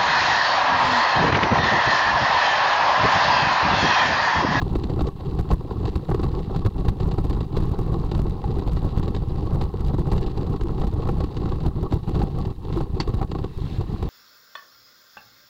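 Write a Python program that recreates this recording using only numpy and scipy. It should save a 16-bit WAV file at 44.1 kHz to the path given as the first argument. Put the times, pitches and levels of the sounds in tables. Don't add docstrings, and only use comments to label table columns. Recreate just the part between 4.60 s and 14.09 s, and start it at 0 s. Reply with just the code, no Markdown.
import sys
import numpy as np
from scipy import signal
from scipy.fft import rfft, irfft, next_fast_len
from scipy.io import wavfile

SR = 44100
rng = np.random.default_rng(int(sys.argv[2]) if len(sys.argv) > 2 else 0)


def dump(signal):
    limited = np.clip(np.atleast_2d(signal).T, -1, 1)
    pcm = np.round(limited * 32767).astype(np.int16)
    wavfile.write(sys.argv[1], SR, pcm)


N = 418509

# t/s, strength of the blow on the frame level/dB, on the loose parts level/dB
JOINT_KNOCKS = [(0.016, -16.5, -35.5), (0.153, -12.5, -37), (0.236, -24, -34.5), (0.296, -23, -41.5),
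                (0.391, -16, -41), (0.407, -10.5, -35), (0.469, -23, -36), (0.789, -14.5, -39),
                (0.903, -15.5, -41), (0.91, -10.5, -35), (1.109, -19, -46), (1.253, -18.5, -35.5),
                (1.278, -20.5, -39), (1.355, -16, -39), (1.489, -14.5, -49), (1.513, -14, -42),
                (1.543, -16.5, -41), (1.594, -18, -42), (1.631, -21, -37.5), (1.946, -20.5, -42),
                (1.961, -19.5, -35.5), (2.018, -23, -48), (2.049, -20.5, -39), (2.062, -14.5, -35),
                (2.248, -20, -47), (2.284, -13, -31.5), (2.401, -24, -37), (2.513, -23.5, -38),
                (2.582, -16, -43), (2.698, -31.5, -41), (2.729, -20.5, -40), (2.806, -21.5, -37),
                (2.966, -15.5, -37), (2.975, -22.5, -40), (3.188, -18, -56), (3.514, -22, -35.5),
                (3.548, -19.5, -39), (3.591, -18, -42), (3.84, -24.5, -41.5), (4.021, -20.5, -47),
                (4.081, -21.5, -43), (4.168, -19, -39), (4.377, -23, -43), (4.429, -24.5, -37.5),
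                (4.453, -34.5, -51), (4.479, -25, -37.5), (4.547, -19.5, -37), (4.564, -16.5, -38),
                (5.011, -18, -35), (5.138, -21, -48), (5.34, -22, -43.5), (5.384, -23, -50),
                (5.516, -16, -33.5), (5.562, -26, -43), (5.579, -20.5, -35), (5.663, -23, -39),
                (5.775, -24.5, -38), (6.01, -22, -39), (6.182, -20.5, -48), (6.215, -20, -37.5),
                (6.235, -20, -47), (6.269, -25, -41), (6.47, -19.5, -43), (6.488, -16.5, -39),
                (6.604, -18, -38), (6.638, -19.5, -39.5), (6.767, -20.5, -35.5), (6.856, -22, -41),
                (6.919, -19, -40.5), (7.004, -21, -42), (7.062, -18.5, -36.5), (7.323, -10.5, -33.5),
                (7.545, -22.5, -41.5), (7.602, -19.5, -44), (7.617, -19, -36.5), (7.852, -32, -38.5),
                (8.173, -17.5, -45), (8.205, -17.5, -40), (8.4002, -16, -53), (8.474, -20, -43),
                (8.538, -23.5, -45.5), (8.614, -20, -48), (8.627, -19.5, -42), (8.715, -18.5, -35),
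                (8.75, -18.5, -42), (8.786, -20, -42), (8.841, -16, -40), (9.21, -23, -44),
                (9.425, -19, -41)]
# f/Hz, width f/Hz, relative level/dB
FRAME_MODES = [(292.2, 54, 2.5), (378.9, 61, 4), (472, 67.2, -2), (790, 80, -6), (1068, 197, -8),
               (1112, 52.4, -4), (1296, 42, -17.5)]
# f/Hz, width f/Hz, relative level/dB
LOOSE_MODES = [(1700, 1050, 6.5), (1930, 200, 10.5), (2692, 230, 3), (3515, 470, 8), (3850, 360, 10.5),
               (4180, 324, 9.5), (4440, 365, 7.5), (5080, 440, 3.5), (5230, 430, 1), (6590, 100, -3.5),
               (7310, 180, -1)]
# f/Hz, relative level per Hz/dB
HEAVE_COLOUR = [(2.4, -20.5), (4.0, -4.5), (48, 0.5), (118, -4), (154, -4), (238, -14), (260, -20.5),
                (340, -28), (570, -120)]
# f/Hz, starting level/dB, time to fall 60 dB t/s
CLINK_MODES = [(4480, -8, 0.013), (4250, -17, 0.013), (4770, -19, .013), (4400, -36, .12), (4590, -35, .11),
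               (2700, -43, .13), (7420, -35, 0.025), (900, -18, .015), (1450, -19, .012)]
# time from the main tap t/s, relative level/dB
CLINK_TOUCHES = [(-.002, -17), (0, 0), (.0056, -9), (.024, -21)]
# t/s, level against average/dB
PAVING_ROUGHNESS = [(0, 0), (1, -0.5), (2, -0.5), (3, 1.5), (4, -1), (5, 1), (5.7, 2), (6.298, -2),
                    (7, 1.5), (7.8, 1), (8.4, -2), (9.001, -7.5), (9.49, 0)]
# start t/s, time in the air t/s, depth of the dip level/dB
WHEEL_HOPS = [(0.5, 0.05, 10.5), (0.818, 0.012, 6.5), (0.951, 0.12, 4), (1.301, 0.014, 5),
              (1.391, 0.078, 4), (2.089, 0.06, 6), (2.333, 0.049, 5), (2.839, 0.076, 8),
              (4.641, 0.038, 3.5), (5.074, 0.1, 7), (5.417, 0.021, 6), (5.971, 0.075, 5.5),
              (7.091, 0.052, 9), (7.276, 0.02, 9), (7.376, 0.077, 7), (7.69, 0.05, 5), (7.924, 0.098, 13),
              (8.249, 0.086, 5), (8.655, 0.0087, 11), (8.885, 0.078, 6.5)]
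# peak t/s, level/dB, rise t/s, fall t/s
SCRAPE_SWISHES = [(8.165, -54, 0.04, 0.03), (9.161, -54.5, 0.2, 0.023), (9.36, -58, 0.15, 0.4)]
# t/s, starting level/dB
DECK_SLAMS = [(0.413, -11.5), (0.907, -4.5), (1.247, -10), (2.058, -1.5), (2.282, -1.5), (7.335, -5.5),
              (8.54, -8.5), (9.184, -10.5)]
# t/s, f/Hz, starting level before the build-up/dB
FRAME_RINGS = [(0.912, 1095, -14), (3.84, 820, -17), (5.385, 346, -20), (6.042, 340, -20),
               (6.236, 805, -24.5), (6.487, 798, -17), (7.056, 803, -18.5), (7.615, 802, -15),
               (8.168, 333, -13.5), (8.612, 766, -16.5)]

HEAVE_DB, ROLL_DB, RATTLE_DB = -20.5, -35, -55
HEAVE_FOLLOWS, RATTLE_FOLLOWS = 1, 1
WHIRR_FOLLOWS = 0.45
WHIRR_DB, TICKS_DB = -8, -1
GRAINS_PER_S, RATTLES_PER_S = 800, 1700
TYRE_HZ, LOOSE_TOP_HZ = 1309, 6370
THUD_FROM_DB = -22
FIRST_BLOW_DB, FIRST_TICK_DB = 16, 15
LIFT_S, LAND_S = 0.007, 0.017
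SLAM_HZ, SLAM_T60_S = 104, 0.074
RING_CYCLES, RING_RISE_S = 40, 0.002
CLINK_S = 8.401
CRACK_DB, CRACK_T60_S = -23, 0.042

SHAKE_TOP_HZ = 2500
TOP, BOTTOM = .225, .18
BREAK_THROUGH, BREAK_MOST = 2.0, .17
SNAP_FROM, SNAP_DB, SNAP_S = .78, -43.5, 0.00013
HISS_DB, CRACKLE_DB = -68.5, -50.5
CUTOFF_HZ = 15830


def amp(db):
    return 10 ** (np.asarray(db) / 20)


def rms_one(x):
    return x / np.sqrt(np.mean(x ** 2) + 1e-20)


def drift(rate):
    r = np.exp(-2 * np.pi * rate / SR)
    wander = signal.lfilter([1], [1, -2 * r, r * r], rng.standard_normal(N + SR))
    return rms_one(wander[SR:])


def grains(per_s, spread_db):
    sizes = amp(spread_db * np.minimum(rng.exponential(1, N), 4)) * rng.choice([-1, 1], N)
    return sizes * (rng.random(N) < per_s / SR)


def bursts(level_db, t60, rise=0.0018):
    jumps = np.zeros(N)
    knock_s = np.array(JOINT_KNOCKS)[:, 0]
    jumps[(knock_s * SR).astype(int)] = amp(level_db)
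    dying = signal.lfilter([1], [1, -amp(-60 / (t60 * SR))], jumps + 1e-18)
    smooth = np.exp(-1 / (rise * SR))
    return signal.lfilter([1 - smooth], [1, -smooth], dying)


def resonate(force, modes, scatter_db, top_hz):
    soft = signal.butter(3, top_hz, fs=SR, output="sos")
    out, unit = np.zeros(N), np.zeros(8192)
    for k, (hz, width_hz, level_db) in enumerate(modes):
        r = np.exp(-np.pi * width_hz / SR)
        b = (-1) ** k * amp(level_db) * (1 - r * r) * np.array([1, 0, -1])
        a = [1, -2 * r * np.cos(2 * np.pi * hz / SR), r * r]
        share = np.repeat(amp(scatter_db * rng.standard_normal(N // 200 + 1)), 200)[:N]
        out += signal.lfilter(b, a, force * share + 1e-18)
        unit += signal.lfilter(b, a, signal.unit_impulse(len(unit)))
    return signal.sosfilt(soft, out) / np.linalg.norm(signal.sosfilt(soft, unit))


def heave(level_db, bumpy):
    size = next_fast_len(N)
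    hz = np.arange(1, size // 2 + 2) * SR / size
    table = np.array(HEAVE_COLOUR)
    shape = amp(np.interp(np.log(hz), np.log(table[:, 0]), table[:, 1]))
    thuds = bursts(np.array(JOINT_KNOCKS)[:, 1] - THUD_FROM_DB, t60=0.11, rise=0.005)
    lumps = amp(3.1 * bumpy) + thuds
    force = rng.standard_normal(N) + 1.7 * rms_one(grains(90, 2.2))
    deep = irfft(rfft(force * lumps, size) * shape, size)[:N]
    return amp(level_db) * rms_one(deep)


def frame(roll_db, bumpy, grit):
    shaking = amp(roll_db + 2.4 * bumpy) * grit
    s, blow_db, _ = np.transpose(JOINT_KNOCKS)
    blows = bursts(blow_db, t60=0.018, rise=0.00041) * rms_one(grains(8000, 3.5))
    blows[(s * SR).astype(int)] += amp(blow_db + FIRST_BLOW_DB)
    return resonate(shaking + blows, FRAME_MODES, scatter_db=2.5, top_hz=TYRE_HZ)


def slams():
    table = np.array(DECK_SLAMS)
    t = np.maximum(np.arange(N) / SR - table[:, :1], 0)
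    fading = amp(table[:, 1:] - 60 * t / SLAM_T60_S)
    return (fading * np.sin(2 * np.pi * SLAM_HZ * t)).sum(axis=0)


def rings():
    s, hz, start_db = np.transpose(FRAME_RINGS)[:, :, None]
    t = np.maximum(np.arange(N) / SR - s, 0)
    fading = amp(start_db - 60 * t * hz / RING_CYCLES)
    building = 1 - np.exp(-t / RING_RISE_S)
    return (fading * building * np.sin(2 * np.pi * hz * t)).sum(axis=0)


def loose_parts(rattle_db, bumpy, grit):
    clusters = amp(1.6 * bumpy + 7 * np.tanh(drift(63)))
    ticks = clusters * (grit + rms_one(grains(RATTLES_PER_S, 11.0)))
    s, _, jolt_db = np.transpose(JOINT_KNOCKS)
    jolts = bursts(jolt_db, t60=0.029) * rms_one(grains(5000, 4.1))
    jolts[(s * SR).astype(int)] += amp(jolt_db + FIRST_TICK_DB)
    chatter = amp(rattle_db + TICKS_DB) * rms_one(ticks) + jolts
    whirr_db = RATTLE_DB + WHIRR_DB + WHIRR_FOLLOWS * (rattle_db - RATTLE_DB)
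    whirr = amp(whirr_db) * rng.standard_normal(N)
    return (resonate(chatter, LOOSE_MODES, scatter_db=1.0, top_hz=LOOSE_TOP_HZ)
            + resonate(whirr, LOOSE_MODES[:-2], scatter_db=3.0, top_hz=LOOSE_TOP_HZ))


def clink():
    band = signal.butter(4, [600, 4900], "band", fs=SR, output="sos")
    noise = rms_one(signal.sosfilt(band, rng.standard_normal(N)))
    out = 0
    for delay, level_db in CLINK_TOUCHES:
        t = np.maximum(np.arange(N) / SR - CLINK_S - delay, 0)
        notes = sum(amp(start_db - 60 * t / t60) * np.sin(2 * np.pi * hz * t)
                    for hz, start_db, t60 in CLINK_MODES)
        crack = amp(CRACK_DB - 60 * t / CRACK_T60_S) * noise
        onset = (1 - np.exp(-t / .001)) ** 2
        out = out + amp(level_db) * (notes + crack) * onset
    return out


def swish():
    noise, airy = rng.standard_normal((2, N))
    t = np.arange(N) / SR
    swell = sum(amp(db) * np.exp(-.5 * ((t - s) / np.where(t < s, rise, fall)) ** 2)
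                for s, db, rise, fall in SCRAPE_SWISHES)
    band = signal.butter(2, [1500, 5000], "band", fs=SR, output="sos")
    broad = rms_one(signal.sosfilt(band, airy))
    coloured = resonate(noise, LOOSE_MODES, scatter_db=3.0, top_hz=LOOSE_TOP_HZ)
    return swell * (coloured + amp(-9.0) * broad + amp(-14) * noise)


def contact():
    t = np.arange(N) / SR
    return -sum(np.interp(t, s + np.cumsum([-LIFT_S, LIFT_S, air, LAND_S]), [0, depth_db, depth_db, 0])
                for s, air, depth_db in WHEEL_HOPS)


def scene():
    swing_db = np.interp(np.arange(N) / SR, *np.transpose(PAVING_ROUGHNESS)) + contact()
    bumpy = drift(21.0)
    grit = rms_one(grains(GRAINS_PER_S, 2.76))
    ride = heave(HEAVE_DB + HEAVE_FOLLOWS * swing_db, bumpy)
    ride = ride + frame(ROLL_DB + swing_db, bumpy, grit) + slams() + rings()
    rattle = loose_parts(RATTLE_DB + RATTLE_FOLLOWS * swing_db, bumpy, grit)
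    return (ride + rattle + clink() + swish())[None]


def record(dry):
    low_pass = signal.butter(2, SHAKE_TOP_HZ, fs=SR, output="sos")
    shake = signal.sosfiltfilt(low_pass, dry)
    load = np.abs(shake) / np.where(shake > 0, TOP, BOTTOM)
    flattened = shake / (1 + load ** 8) ** .125
    through = BREAK_MOST * np.tanh(np.maximum(load - BREAK_THROUGH, 0))
    out = dry - shake + flattened + np.sign(shake) * through
    nearing = np.diff((load > SNAP_FROM) * 1., prepend=0) > 0
    sizes = amp(SNAP_DB + 4.02 * np.minimum(rng.exponential(1, dry.shape), 4))
    jumps = nearing * np.sign(shake) * sizes
    out = out + signal.lfilter([1], [1, -np.exp(-1 / (SNAP_S * SR))], jumps + 1e-18)
    noise_level = amp(HISS_DB) + amp(CRACKLE_DB) * np.tanh(np.maximum(load - 1, 0))
    out = out + noise_level * rng.standard_normal(dry.shape)
    return signal.sosfilt(signal.ellip(12, .5, 60, CUTOFF_HZ, fs=SR, output="sos"), out)


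dry = scene()
out = record(dry)
dump(out)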